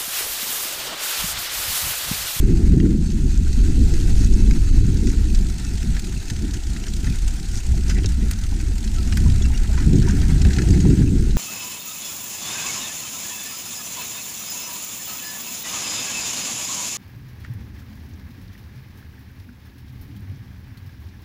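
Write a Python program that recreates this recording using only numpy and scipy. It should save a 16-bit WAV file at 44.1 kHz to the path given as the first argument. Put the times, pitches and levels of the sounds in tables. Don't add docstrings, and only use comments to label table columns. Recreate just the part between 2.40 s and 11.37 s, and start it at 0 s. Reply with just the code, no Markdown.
import sys
import numpy as np
from scipy import signal
from scipy.io import wavfile
from scipy.ndimage import uniform_filter1d

SR = 44100
rng = np.random.default_rng(int(sys.argv[2]) if len(sys.argv) > 2 else 0)


def field_ratio(decibels):
    return 10 ** (np.asarray(decibels, dtype=float) / 20)


def dump(signal):
    limited = np.clip(np.atleast_2d(signal).T, -1, 1)
    pcm = np.round(limited * 32767).astype(np.int16)
    wavfile.write(sys.argv[1], SR, pcm)


N = 395577

# t/s, strength/dB, churn/dB (gain of small fast eddies on large slow ones)
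WIND_COURSE = [(0.0, -18.5, 1), (0.35, -17.5, 5.0), (0.6, -21.0, 3.5), (0.9, -24.5, -2), (1.3, -20.0, 0.0),
               (1.7, -19.5, 0), (2.1, -18, -2), (2.5, -21.0, 2.0), (2.9, -23.5, -0.5), (3.3, -29.0, 1),
               (3.9, -30, 2), (4.5, -29, -0.5), (5.1, -30.5, -0.5), (5.6, -25.5, 1.5), (6.1, -30.5, -2),
               (6.6, -25, 0.0), (7.0, -23.5, 0), (7.5, -21.5, 2.5), (8.0, -22.0, 3), (8.45, -19.5, 9.5),
               (8.97, -21.5, -1.0)]
# f/Hz, density/dB per Hz
BUFFET_SPECTRUM = [(8, -9), (20, -0.5), (30, -3), (45, -5), (60, -34)]
THUMP_SPECTRUM = [(35, -15), (50, 1.5), (65, -1.5), (80, -8), (100, -13.5), (130, -37.5)]
FLUTTER_SPECTRUM = [(70, -16), (100, 4), (160, 0.5), (220, 0), (260, -9.5), (330, -29.5)]
ROAR_SPECTRUM = [(200, -48), (260, 0), (320, -2.5), (390, -7), (440, -18), (500, -22), (560, -51),
                 (700, -73)]
# centre f/Hz, level/dB at strength -20 dB, share of strength (dB/dB), share of churn (dB/dB)
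EDDY_RESPONSE = [(30, -13, 1.0, -1.08), (63.3, -17, 0.59, 0.28), (161.5, -21.5, 0.96, 0.99),
                 (340, -30, 1.12, 0.84)]
# t/s, swell/dB, f/Hz of the eddies stirred most, length/s (full width at half swell)
GUST_EVENTS = [(0.288, 4, 55, 0.09), (0.467, 9, 340, 0.07), (0.56, 3.5, 251, 0.041), (0.64, -5.5, 55, 0.18),
               (0.7, -5.5, 340, 0.13), (1.017, 5.5, 102, 0.065), (1.162, -6, 340, 0.12),
               (1.443, 4, 340, 0.13), (1.445, 5.5, 74, 0.091), (1.59, -7.5, 101, 0.1),
               (1.973, 4.0, 340, 0.16), (2.184, -4, 74, 0.1), (2.29, -2.5, 340, 0.25),
               (2.37, 5.5, 30, 0.14), (2.478, 7.5, 136, 0.036), (2.677, 5, 340, 0.14),
               (2.785, 4.5, 40, 0.041), (2.98, 7.5, 30, 0.066), (3.153, -3.5, 340, 0.18),
               (3.18, -8.5, 40, 0.091), (3.497, 9.0, 134, 0.088), (3.52, 6.0, 30, 0.071),
               (3.63, -6, 74, 0.08), (3.853, -20, 98, 0.097), (4.064, 4.5, 340, 0.22),
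               (4.207, -11.5, 100, 0.074), (4.427, -13, 74, 0.12), (4.69, 17, 136, 0.055),
               (4.8, -9, 100, 0.096), (4.85, 7.5, 30, 0.14), (5.014, -10, 55, 0.084),
               (5.225, -15, 136, 0.069), (5.314, 9.5, 98, 0.05), (5.61, 5.5, 340, 0.1),
               (5.63, -10, 136, 0.045), (5.694, 6, 74, 0.54), (5.734, -8, 340, 0.053),
               (5.842, 8.5, 252, 0.042), (6.15, 4.5, 30, 0.11), (6.174, 9, 251, 0.086),
               (6.42, -9, 40, 0.05), (6.56, -3, 185, 0.6), (6.86, 15.5, 100.6, 0.16),
               (6.88, 7.5, 340, 0.12), (7.09, 10.5, 74, 0.05), (7.2, -9.5, 74, 0.08), (7.21, 5, 30, 0.08),
               (7.26, -9, 253, 0.26), (7.488, 9.5, 100, 0.05), (7.566, 12.0, 253, 0.13),
               (7.64, 6, 340, 0.031), (7.9, 3, 40, 0.22), (8.067, 8, 74, 0.044), (8.133, -8.5, 185, 0.053),
               (8.167, -9, 30, 0.12), (8.318, 6, 30, 0.088), (8.573, -9, 30, 0.08), (8.588, 3.0, 251, 0.21)]
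# t/s, hiss level/dB, ground roughness/dB
ROLL_COURSE = [(0.0, -45.5, 2.5), (0.22, -43, 3), (0.4, -47.5, 3), (0.62, -45, -1), (1.05, -43, -1),
               (1.75, -38.5, -1.5), (2.27, -43, 0.0), (3.7, -41.5, -0.5), (4.12, -44, 1), (4.52, -41, -1),
               (6.24, -43.5, 0.5), (6.75, -40.5, 0.5), (7.27, -42.5, 3), (8.29, -38.5, 2),
               (8.67, -42.5, 0.5), (8.97, -44, 1.5)]
# f/Hz, density/dB per Hz
HISS_SPECTRUM = [(1180, -38), (2000, -14.5), (2630, -0.5), (3070, -3.5), (4100, 0), (5390, -1), (6560, 1.5),
                 (7980, 0), (11300, -13.5), (14600, -16.5), (15400, -34)]
TREAD_SPECTRUM = [(1000, -34), (1150, -10.5), (1280, -4.5), (1450, -0.5), (1900, -2.5), (2400, -6),
                  (3200, -21)]
CASING_SPECTRUM = [(300, -39), (380, -19), (470, 1.5), (560, -10.5), (650, 2.5), (740, 2.5), (980, -1),
                   (1100, -13), (1200, -32)]
# t/s, rate/teeth per s
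TOOTH_RATE = [(0.0, 89.26), (0.6, 81.39), (1.5, 85.86), (2.4, 77.84), (2.7, 68.02), (3.3, 43.96),
              (3.9, 36.65), (4.2, 30.87), (4.5, 29.84), (4.8, 33.06), (5.7, 35.72), (6.3, 41.76),
              (6.9, 49.75), (7.2, 51.19), (7.8, 61.33), (8.1, 64.83), (8.97, 68.88)]
# t/s, level/dB
RATCHET_LEVEL = [(0, -49), (.6, -51.5), (1.5, -45), (2.4, -49), (3, -42), (4, -41.5), (5, -40.5),
                 (6, -44.5), (7, -43), (8, -44), (8.97, -48)]
# f/Hz, density/dB per Hz
PAWL_SPECTRUM = [(900, -21), (1500, -8.5), (3000, -3), (6500, -1), (8500, -3), (11000, -18.5), (15400, -15)]
# f/Hz, level/dB (relative within a part), t60/s before the shortening in knock()
BIKE_MODES = [(1410, -22, 0.11), (1490, 5.5, 0.19), (1650, 7.5, 0.091), (1866, 12.5, 0.034),
              (1990, -24, 0.044), (2640, 1, 0.17), (3150, 2, 0.021), (3570, -7, 0.024), (4020, 2, 0.047),
              (4500, 3, 0.029), (4850, -5, 0.079), (5600, 2.5, 0.051), (6350, 4, 0.094), (6800, 1.5, 0.065),
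              (7000, -1, .03), (7840, -28, .025), (9044, 4, 0.009), (10900, -11, 0.022), (12400, -5, .015),
              (14100, -6, .015)]
# t/s, level/dB, f/Hz struck hardest, fall/dB per octave away from it, nominal clatter length/s
KNOCK_EVENTS = [(.1713, -33, 4800, 8, 0.0023), (.4003, -25.5, 2290, 11, 0.0025),
                (.7019, -33, 4500, 10, .0035), (.7174, -35, 6700, 5, .0029), (.975, -30, 6700, 14, .0023),
                (1.1294, -34, 6700, 5, .0041), (1.5381, -30.5, 6700, 3, .0025),
                (1.8084, -34, 3800, 4, .0011), (1.8449, -29, 6700, 7, .0029),
                (1.9374, -31, 6900, 14, .0053), (2.1093, -30, 3400, -0.5, .0027),
                (2.5696, -33, 4700, 10, .0041), (2.6705, -31, 6700, 2, 0.0036),
                (2.7012, -39, 3400, -1, .0037), (2.9466, -24, 4700, 12, .0045),
                (3.2488, -30, 6700, 10, .0021), (3.372, -38, 6700, 3, .0076), (3.5652, -33, 1600, 4, .0058),
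                (3.6418, -34, 3400, 8, .0029), (3.8991, -29, 6700, 2, 0.0051), (3.963, -37, 3400, 9, .0035),
                (4.1348, -32.5, 7600, 5, 0.011), (4.3624, -34, 1900, 6, 0.0059),
                (4.439, -32, 3200, 8, 0.0022), (4.4815, -32, 7400, 7, 0.0061),
                (4.6434, -35, 6000, 1, .0038), (4.6684, -29, 1900, 11, .0054),
                (4.9067, -41, 4800, 4, .0047), (5.111, -39, 6700, 11, 0.0026),
                (5.1704, -36, 6700, 4, 0.012), (5.4941, -32.5, 3400, 0.5, 0.014),
                (5.581, -36, 2600, 5, .0093), (5.6427, -28, 2500, 9, 0.0035),
                (5.6591, -15, 5600, 13, 0.0011), (5.9108, -28, 11800, 1, .0034),
                (5.935, -40, 6800, 3, .0035), (6.1991, -39, 3000, 2, .0091), (6.4397, -35, 6900, 5, 0.0081),
                (6.4758, -32, 3900, 11, .0045), (6.5833, -34, 3700, 10, .0046),
                (6.7234, -25, 2450, 6, 0.0042), (6.7712, -31.5, 11800, -2, 0.0039),
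                (6.899, -29, 3900, 6, .0021), (7.0203, -34, 5200, 6, .0064), (7.0533, -36, 2600, 2, 0.0052),
                (7.1756, -30, 5200, 10, .0041), (7.3744, -32.5, 1600, 4, .0092),
                (7.3984, -35, 1900, 4, .0078), (7.555, -31.5, 6000, 11, 0.0091),
                (7.6259, -25.5, 4700, 12, .0023), (7.6856, -29, 6700, 5, .0029),
                (7.6961, -26, 1500, 8, 0.0027), (7.7085, -29.5, 6700, 6, 0.0033),
                (7.814, -29, 4200, 13, .007), (8.0158, -25, 5200, 9, 0.0043),
                (8.0487, -27.5, 2600, 5.5, .005), (8.1051, -30, 1600, 6, 0.0044),
                (8.1314, -27, 4500, 7, .0051), (8.1639, -30, 3800, 9, .0035),
                (8.1842, -23.5, 1620, 4, 0.0052), (8.2182, -31, 6700, 0.5, 0.0051),
                (8.2869, -26, 5500, 13, .0021), (8.3046, -28, 6550, 5, .0044),
                (8.4001, -31, 6700, 4.5, .01), (8.4984, -36.5, 6700, 1.5, 0.0097),
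                (8.906, -34, 4100, 10, .0073)]
PART_EDGES_HZ = [1150, 2300, 5000, 9000, 15400]
# t/s, peak level/dB, f/Hz, peak level/dB of the low push
THUD_EVENTS = [(3.565, -44, 850, -39), (3.899, -41, 850, -42), (4.673, -44, 724, -36),
               (5.334, -36, 655, -36), (5.491, -36, 754, -31), (5.579, -34, 689, -29),
               (5.644, -37, 710, -21), (5.858, -48, 720, -35), (6.12, -37, 750, -49),
               (6.312, -42, 716, -36), (6.857, -32, 980, -30), (7.101, -34, 860, -41),
               (7.29, -33, 634, -36), (7.375, -31, 996, -33), (7.674, -28, 940, -38),
               (7.805, -49, 641, -35), (7.89, -39, 864, -33), (8.049, -30, 730, -23),
               (8.173, -32, 735, -34), (8.234, -43, 869, -32), (8.451, -29, 705, -25)]
# t/s, length/s, level/dB, centre f/Hz, width/Hz of each of two cascaded resonances
BRUSH_EVENTS = [(1.764, 0.12, -38.5, 5800, 2500), (2.638, 0.11, -40, 6000, 3000),
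                (4.44, 0.064, -46, 1590, 500), (4.697, .04, -42, 2480, 300),
                (5.118, 0.094, -37, 5900, 3000), (5.474, 0.052, -35.5, 5850, 3500),
                (5.489, 0.043, -38.5, 1580, 500), (5.547, 0.065, -38.5, 1990, 600),
                (6.555, 0.065, -45, 1320, 60), (6.62, .03, -47, 4800, 300), (7.595, 0.16, -40, 1620, 600),
                (8.028, 0.15, -45, 1650, 500), (8.14, 0.043, -41, 6460, 1200),
                (8.316, .025, -39, 4850, 250), (8.654, 0.042, -46, 2580, 250)]
# f/Hz, level/dB relative to the drag, t60/s
DISC_MODES = [(2600, -1, .035), (4040, -2, .04), (4450, 1, .022), (6320, 0, .06), (6500, -2, .015)]
# t/s, level/dB
DRAG_COURSE = [(0, -53), (.3, -54.5), (.5, -62), (.9, -54.5), (1.5, -51.5), (2.3, -53), (3, -57),
               (3.8, -54.5), (4.2, -65), (6, -66), (8.97, -63)]
# t/s, peak level/dB, f/Hz, t60/s
PING_EVENTS = [(2.9, -36, 2500, .025), (3.765, -35, 2600, .06), (4.415, -37, 2600, .04),
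               (5.659, -31, 3720, 0.025), (6.604, -34, 4630, .02), (6.878, -33, 6470, .02),
               (7.018, -28.5, 3400, 0.029), (7.022, -27, 6900, .025), (7.034, -32, 5600, .025),
               (7.045, -30.5, 2700, 0.073), (7.145, -30, 2820, 0.034), (7.149, -32, 5600, .035)]
# t/s, f/Hz, level/dB
BIRD_COURSE = [(5.672, 5680, -57), (5.69, 5400, -50), (5.74, 4530, -48), (5.757, 4320, -56),
               (5.8, 3950, -56), (5.85, 3620, -54), (5.875, 3480, -58)]


def evened(x):
    return x / np.sqrt(np.mean(x ** 2) + 1e-20)


def read(points, hz):
    f, value = np.transpose(points)
    return np.interp(np.log(hz + 1), np.log(f + 1), value, left=-120, right=-120)


def curve(rows, index):
    rows = np.array(rows)
    return np.interp(np.arange(N) / SR, rows[:, 0], rows[:, index])


def drift(hz):
    count = int(N / SR * hz * 2) + 2
    return evened(np.interp(np.arange(N), np.linspace(0, N, count), rng.standard_normal(count)))


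def noise(shape, size, patchy_db):
    hz = np.fft.rfftfreq(size, 1 / SR)
    real, imag, patches = rng.standard_normal((N * 4 // size + 5, len(hz), 3)).T
    patches = uniform_filter1d(patches, size=6, axis=0)
    patches = evened(uniform_filter1d(patches, size=10, axis=1))
    spectra = (real + 1j * imag) * field_ratio(read(shape, hz)[:, None] + patchy_db * patches)
    return evened(signal.istft(spectra, nperseg=size, noverlap=size * 3 // 4)[1][:N])


def steady(x, size):
    return evened(x / np.sqrt(uniform_filter1d(x ** 2, size=size) + 0.094))


def ring(drive, hz, t60_s):
    radius = 10 ** (-3 / (max(t60_s, .0006) * SR))
    w = 2 * np.pi * hz / SR
    return signal.lfilter([1, 0, -1], [1, -2 * radius * np.cos(w), radius * radius], drive)


def clatter(length_s):
    t = np.arange(4000) / SR
    rise_s = np.clip(14 * length_s ** 2, .0001, .01)
    decay_s = np.clip(0.82 * length_s, .0003, .03)
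    rise = 1 - np.exp(-t / rise_s)
    return rng.standard_normal(len(t)) * rise * np.exp(-(t / decay_s) ** 0.8)


def gusts(centre_hz):
    reach_octaves = 0.69
    t = np.arange(0, N / SR, .005)[:, None]
    s, db, hz, length_s = np.transpose(GUST_EVENTS)
    reach = np.exp(-.5 * (np.log2(hz / centre_hz) / reach_octaves) ** 2)
    swell_db = np.exp(-4 * np.log(2) * ((t - s) / length_s) ** 2) @ (db * reach)
    return np.interp(np.arange(N) / SR, t[:, 0], swell_db)


def wind():
    lumps = drift(hz=27.9)
    buffet = steady(noise(BUFFET_SPECTRUM, size=8192, patchy_db=-2.0), size=2600)
    buffet = buffet * field_ratio(0.87 * drift(hz=8))
    thump = steady(noise(THUMP_SPECTRUM, size=8192, patchy_db=-1), size=2000)
    thump = thump * field_ratio(1.44 * drift(hz=11))
    flutter = steady(noise(FLUTTER_SPECTRUM, size=4096, patchy_db=2.5), size=1800)
    flutter = evened(flutter * field_ratio(2.7 * lumps))
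    roar = noise(ROAR_SPECTRUM, size=2048, patchy_db=2.0)
    roar = evened(roar * field_ratio(1.8 * lumps + 1.8 * drift(hz=30.03)))
    strength_db = curve(WIND_COURSE, index=1) + 20
    churn_db = curve(WIND_COURSE, index=2)
    out = np.zeros(N)
    for row, layer in zip(EDDY_RESPONSE, (buffet, thump, flutter, roar)):
        hz, db, strength_share, churn_share = row
        level_db = db + strength_share * strength_db + churn_share * churn_db + gusts(hz)
        out += field_ratio(level_db) * layer
    return out


def rolling():
    ground = drift(hz=26.1)
    hiss = noise(HISS_SPECTRUM, size=512, patchy_db=2.0)
    hiss = evened(hiss * field_ratio(1.0 * ground))
    tread = noise(TREAD_SPECTRUM, size=1024, patchy_db=1.5)
    tread = evened(tread * field_ratio(2.25 * ground + 1.0 * drift(hz=40)))
    drone = noise(CASING_SPECTRUM, size=2048, patchy_db=1.5)
    drone = evened(drone * field_ratio(1.45 * ground + 1.2 * drift(hz=22.05)))
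    rough_db = curve(ROLL_COURSE, index=2)
    tread_gain, drone_gain = field_ratio(-5.5 + rough_db), field_ratio(-10 + 1.1 * rough_db)
    return field_ratio(curve(ROLL_COURSE, index=1)) * (hiss + tread_gain * tread + drone_gain * drone)


def freewheel():
    jitter_s, uneven_db = .002, 2.6
    rise_s, decay_s = .0015, .0027
    teeth = np.cumsum(curve(TOOTH_RATE, index=1)) / SR
    at = np.flatnonzero(np.diff(np.floor(teeth)))
    draws = rng.standard_normal((len(at), 2))
    late = (draws[:, 0] * jitter_s * SR).astype(int)
    drops = np.zeros(N)
    drops[np.clip(at + late, 0, N - 1)] = field_ratio(uneven_db * draws[:, 1])
    t = np.arange(1500) / SR
    envelope = signal.oaconvolve(drops, t / rise_s * np.exp(-t / decay_s))[:N]
    ratchet = evened(envelope * noise(PAWL_SPECTRUM, size=256, patchy_db=2.5))
    return field_ratio(curve(RATCHET_LEVEL, index=1)) * ratchet


def knock(db, struck_hz, fall_db, length_s):
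    blows = clatter(length_s)
    luck = rng.standard_normal((len(BIKE_MODES), 2))
    modes = []
    for (hz, mode_db, t60_s), (level_luck, pitch_luck) in zip(BIKE_MODES, luck):
        level_db = mode_db + 2.5 * level_luck - fall_db * abs(np.log2(hz / struck_hz))
        tone = ring(blows, hz * (1 + .03 * pitch_luck), .22 * t60_s)
        modes.append(field_ratio(level_db) * evened(tone))
    modes = np.array(modes)
    part = np.digitize(np.array(BIKE_MODES)[:, 0], PART_EDGES_HZ[1:-1])
    out = np.zeros(len(blows))
    for k, (lo, hi) in enumerate(zip(PART_EDGES_HZ, PART_EDGES_HZ[1:])):
        band = signal.butter(2, [lo, hi], "band", fs=SR, output="sos")
        part_db = db - fall_db * abs(np.log2(np.sqrt(lo * hi) / struck_hz))
        if struck_hz < lo == PART_EDGES_HZ[-2]:
            part_db -= 14
        out += field_ratio(part_db) * evened(signal.sosfilt(band, modes[part == k].sum(axis=0)))
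    return out * np.sqrt(length_s * SR / len(out))


def knocks():
    out = np.zeros(N + 4000)
    ticks = []
    for s, u, v in rng.random((200, 3)):
        ticks.append((s * N / SR, -42 - 13 * u, 1800 * 3.1 ** v, 7, .004))
    for s, *blow in list(KNOCK_EVENTS) + ticks:
        out[round(s * SR):][:4000] += knock(*blow)
    for s, db, hz, push_db in THUD_EVENTS:
        blows = clatter(0.0069)
        thud = ring(ring(blows, hz, 0.024), hz, 0.0058)
        push = ring(ring(blows, 380, 0.014), 380, 0.007)
        both = field_ratio(db) * thud / abs(thud).max() + field_ratio(push_db) * push / abs(push).max()
        out[round(s * SR):][:len(both)] += both
    return out[:N]


def brush():
    out = np.zeros(N)
    for s, length_s, db, hz, width_hz in BRUSH_EVENTS:
        size = round(length_s * SR)
        grain = rng.standard_normal(size)
        grain = grain * field_ratio(5.1 * evened(uniform_filter1d(rng.standard_normal(size), size=150)))
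        t60_s = 2.2 / width_hz
        rub = ring(ring(grain, hz, t60_s), hz, t60_s)
        out[round(s * SR):][:size] += field_ratio(db) * evened(rub) * signal.windows.tukey(size, .6)
    return out


def brake():
    rub = rng.standard_normal(N) * field_ratio(3.7 * drift(hz=14))
    disc = sum(field_ratio(db) * evened(ring(rub, hz, t60_s)) for hz, db, t60_s in DISC_MODES)
    return field_ratio(curve(DRAG_COURSE, index=1)) * disc


def pings():
    out = np.zeros(N)
    for s, db, hz, t60_s in PING_EVENTS:
        ping = ring(ring(clatter(0.0031), hz, t60_s), hz, 0.0043)
        out[round(s * SR):][:len(ping)] += field_ratio(db) * ping / abs(ping).max()
    return out


def bird():
    s, hz, db = np.transpose(BIRD_COURSE)
    t = np.arange(s[0], s[-1], 1 / SR)
    phase = 2 * np.pi * np.cumsum(np.interp(t, s, hz)) / SR
    tone = np.sqrt(2) * np.sin(phase) * field_ratio(np.interp(t, s, db))
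    out = np.zeros(N)
    out[round(s[0] * SR):][:len(t)] = tone * signal.windows.tukey(len(t), .15)
    return out


def scene():
    mix = wind() + rolling() + freewheel() + knocks() + brush() + brake() + pings() + bird()
    return mix[None]


def top_cut(x):
    return signal.sosfilt(signal.butter(12, 15810, fs=SR, output="sos"), x)


def record(dry):
    rounded = 1.145 * np.tanh(dry / 1.396)
    edge = signal.firwin(401, 15350, fs=SR)[None]
    mix = signal.oaconvolve(rounded, edge, "same")
    return top_cut(mix)


dry = scene()
out = record(dry)
dump(out)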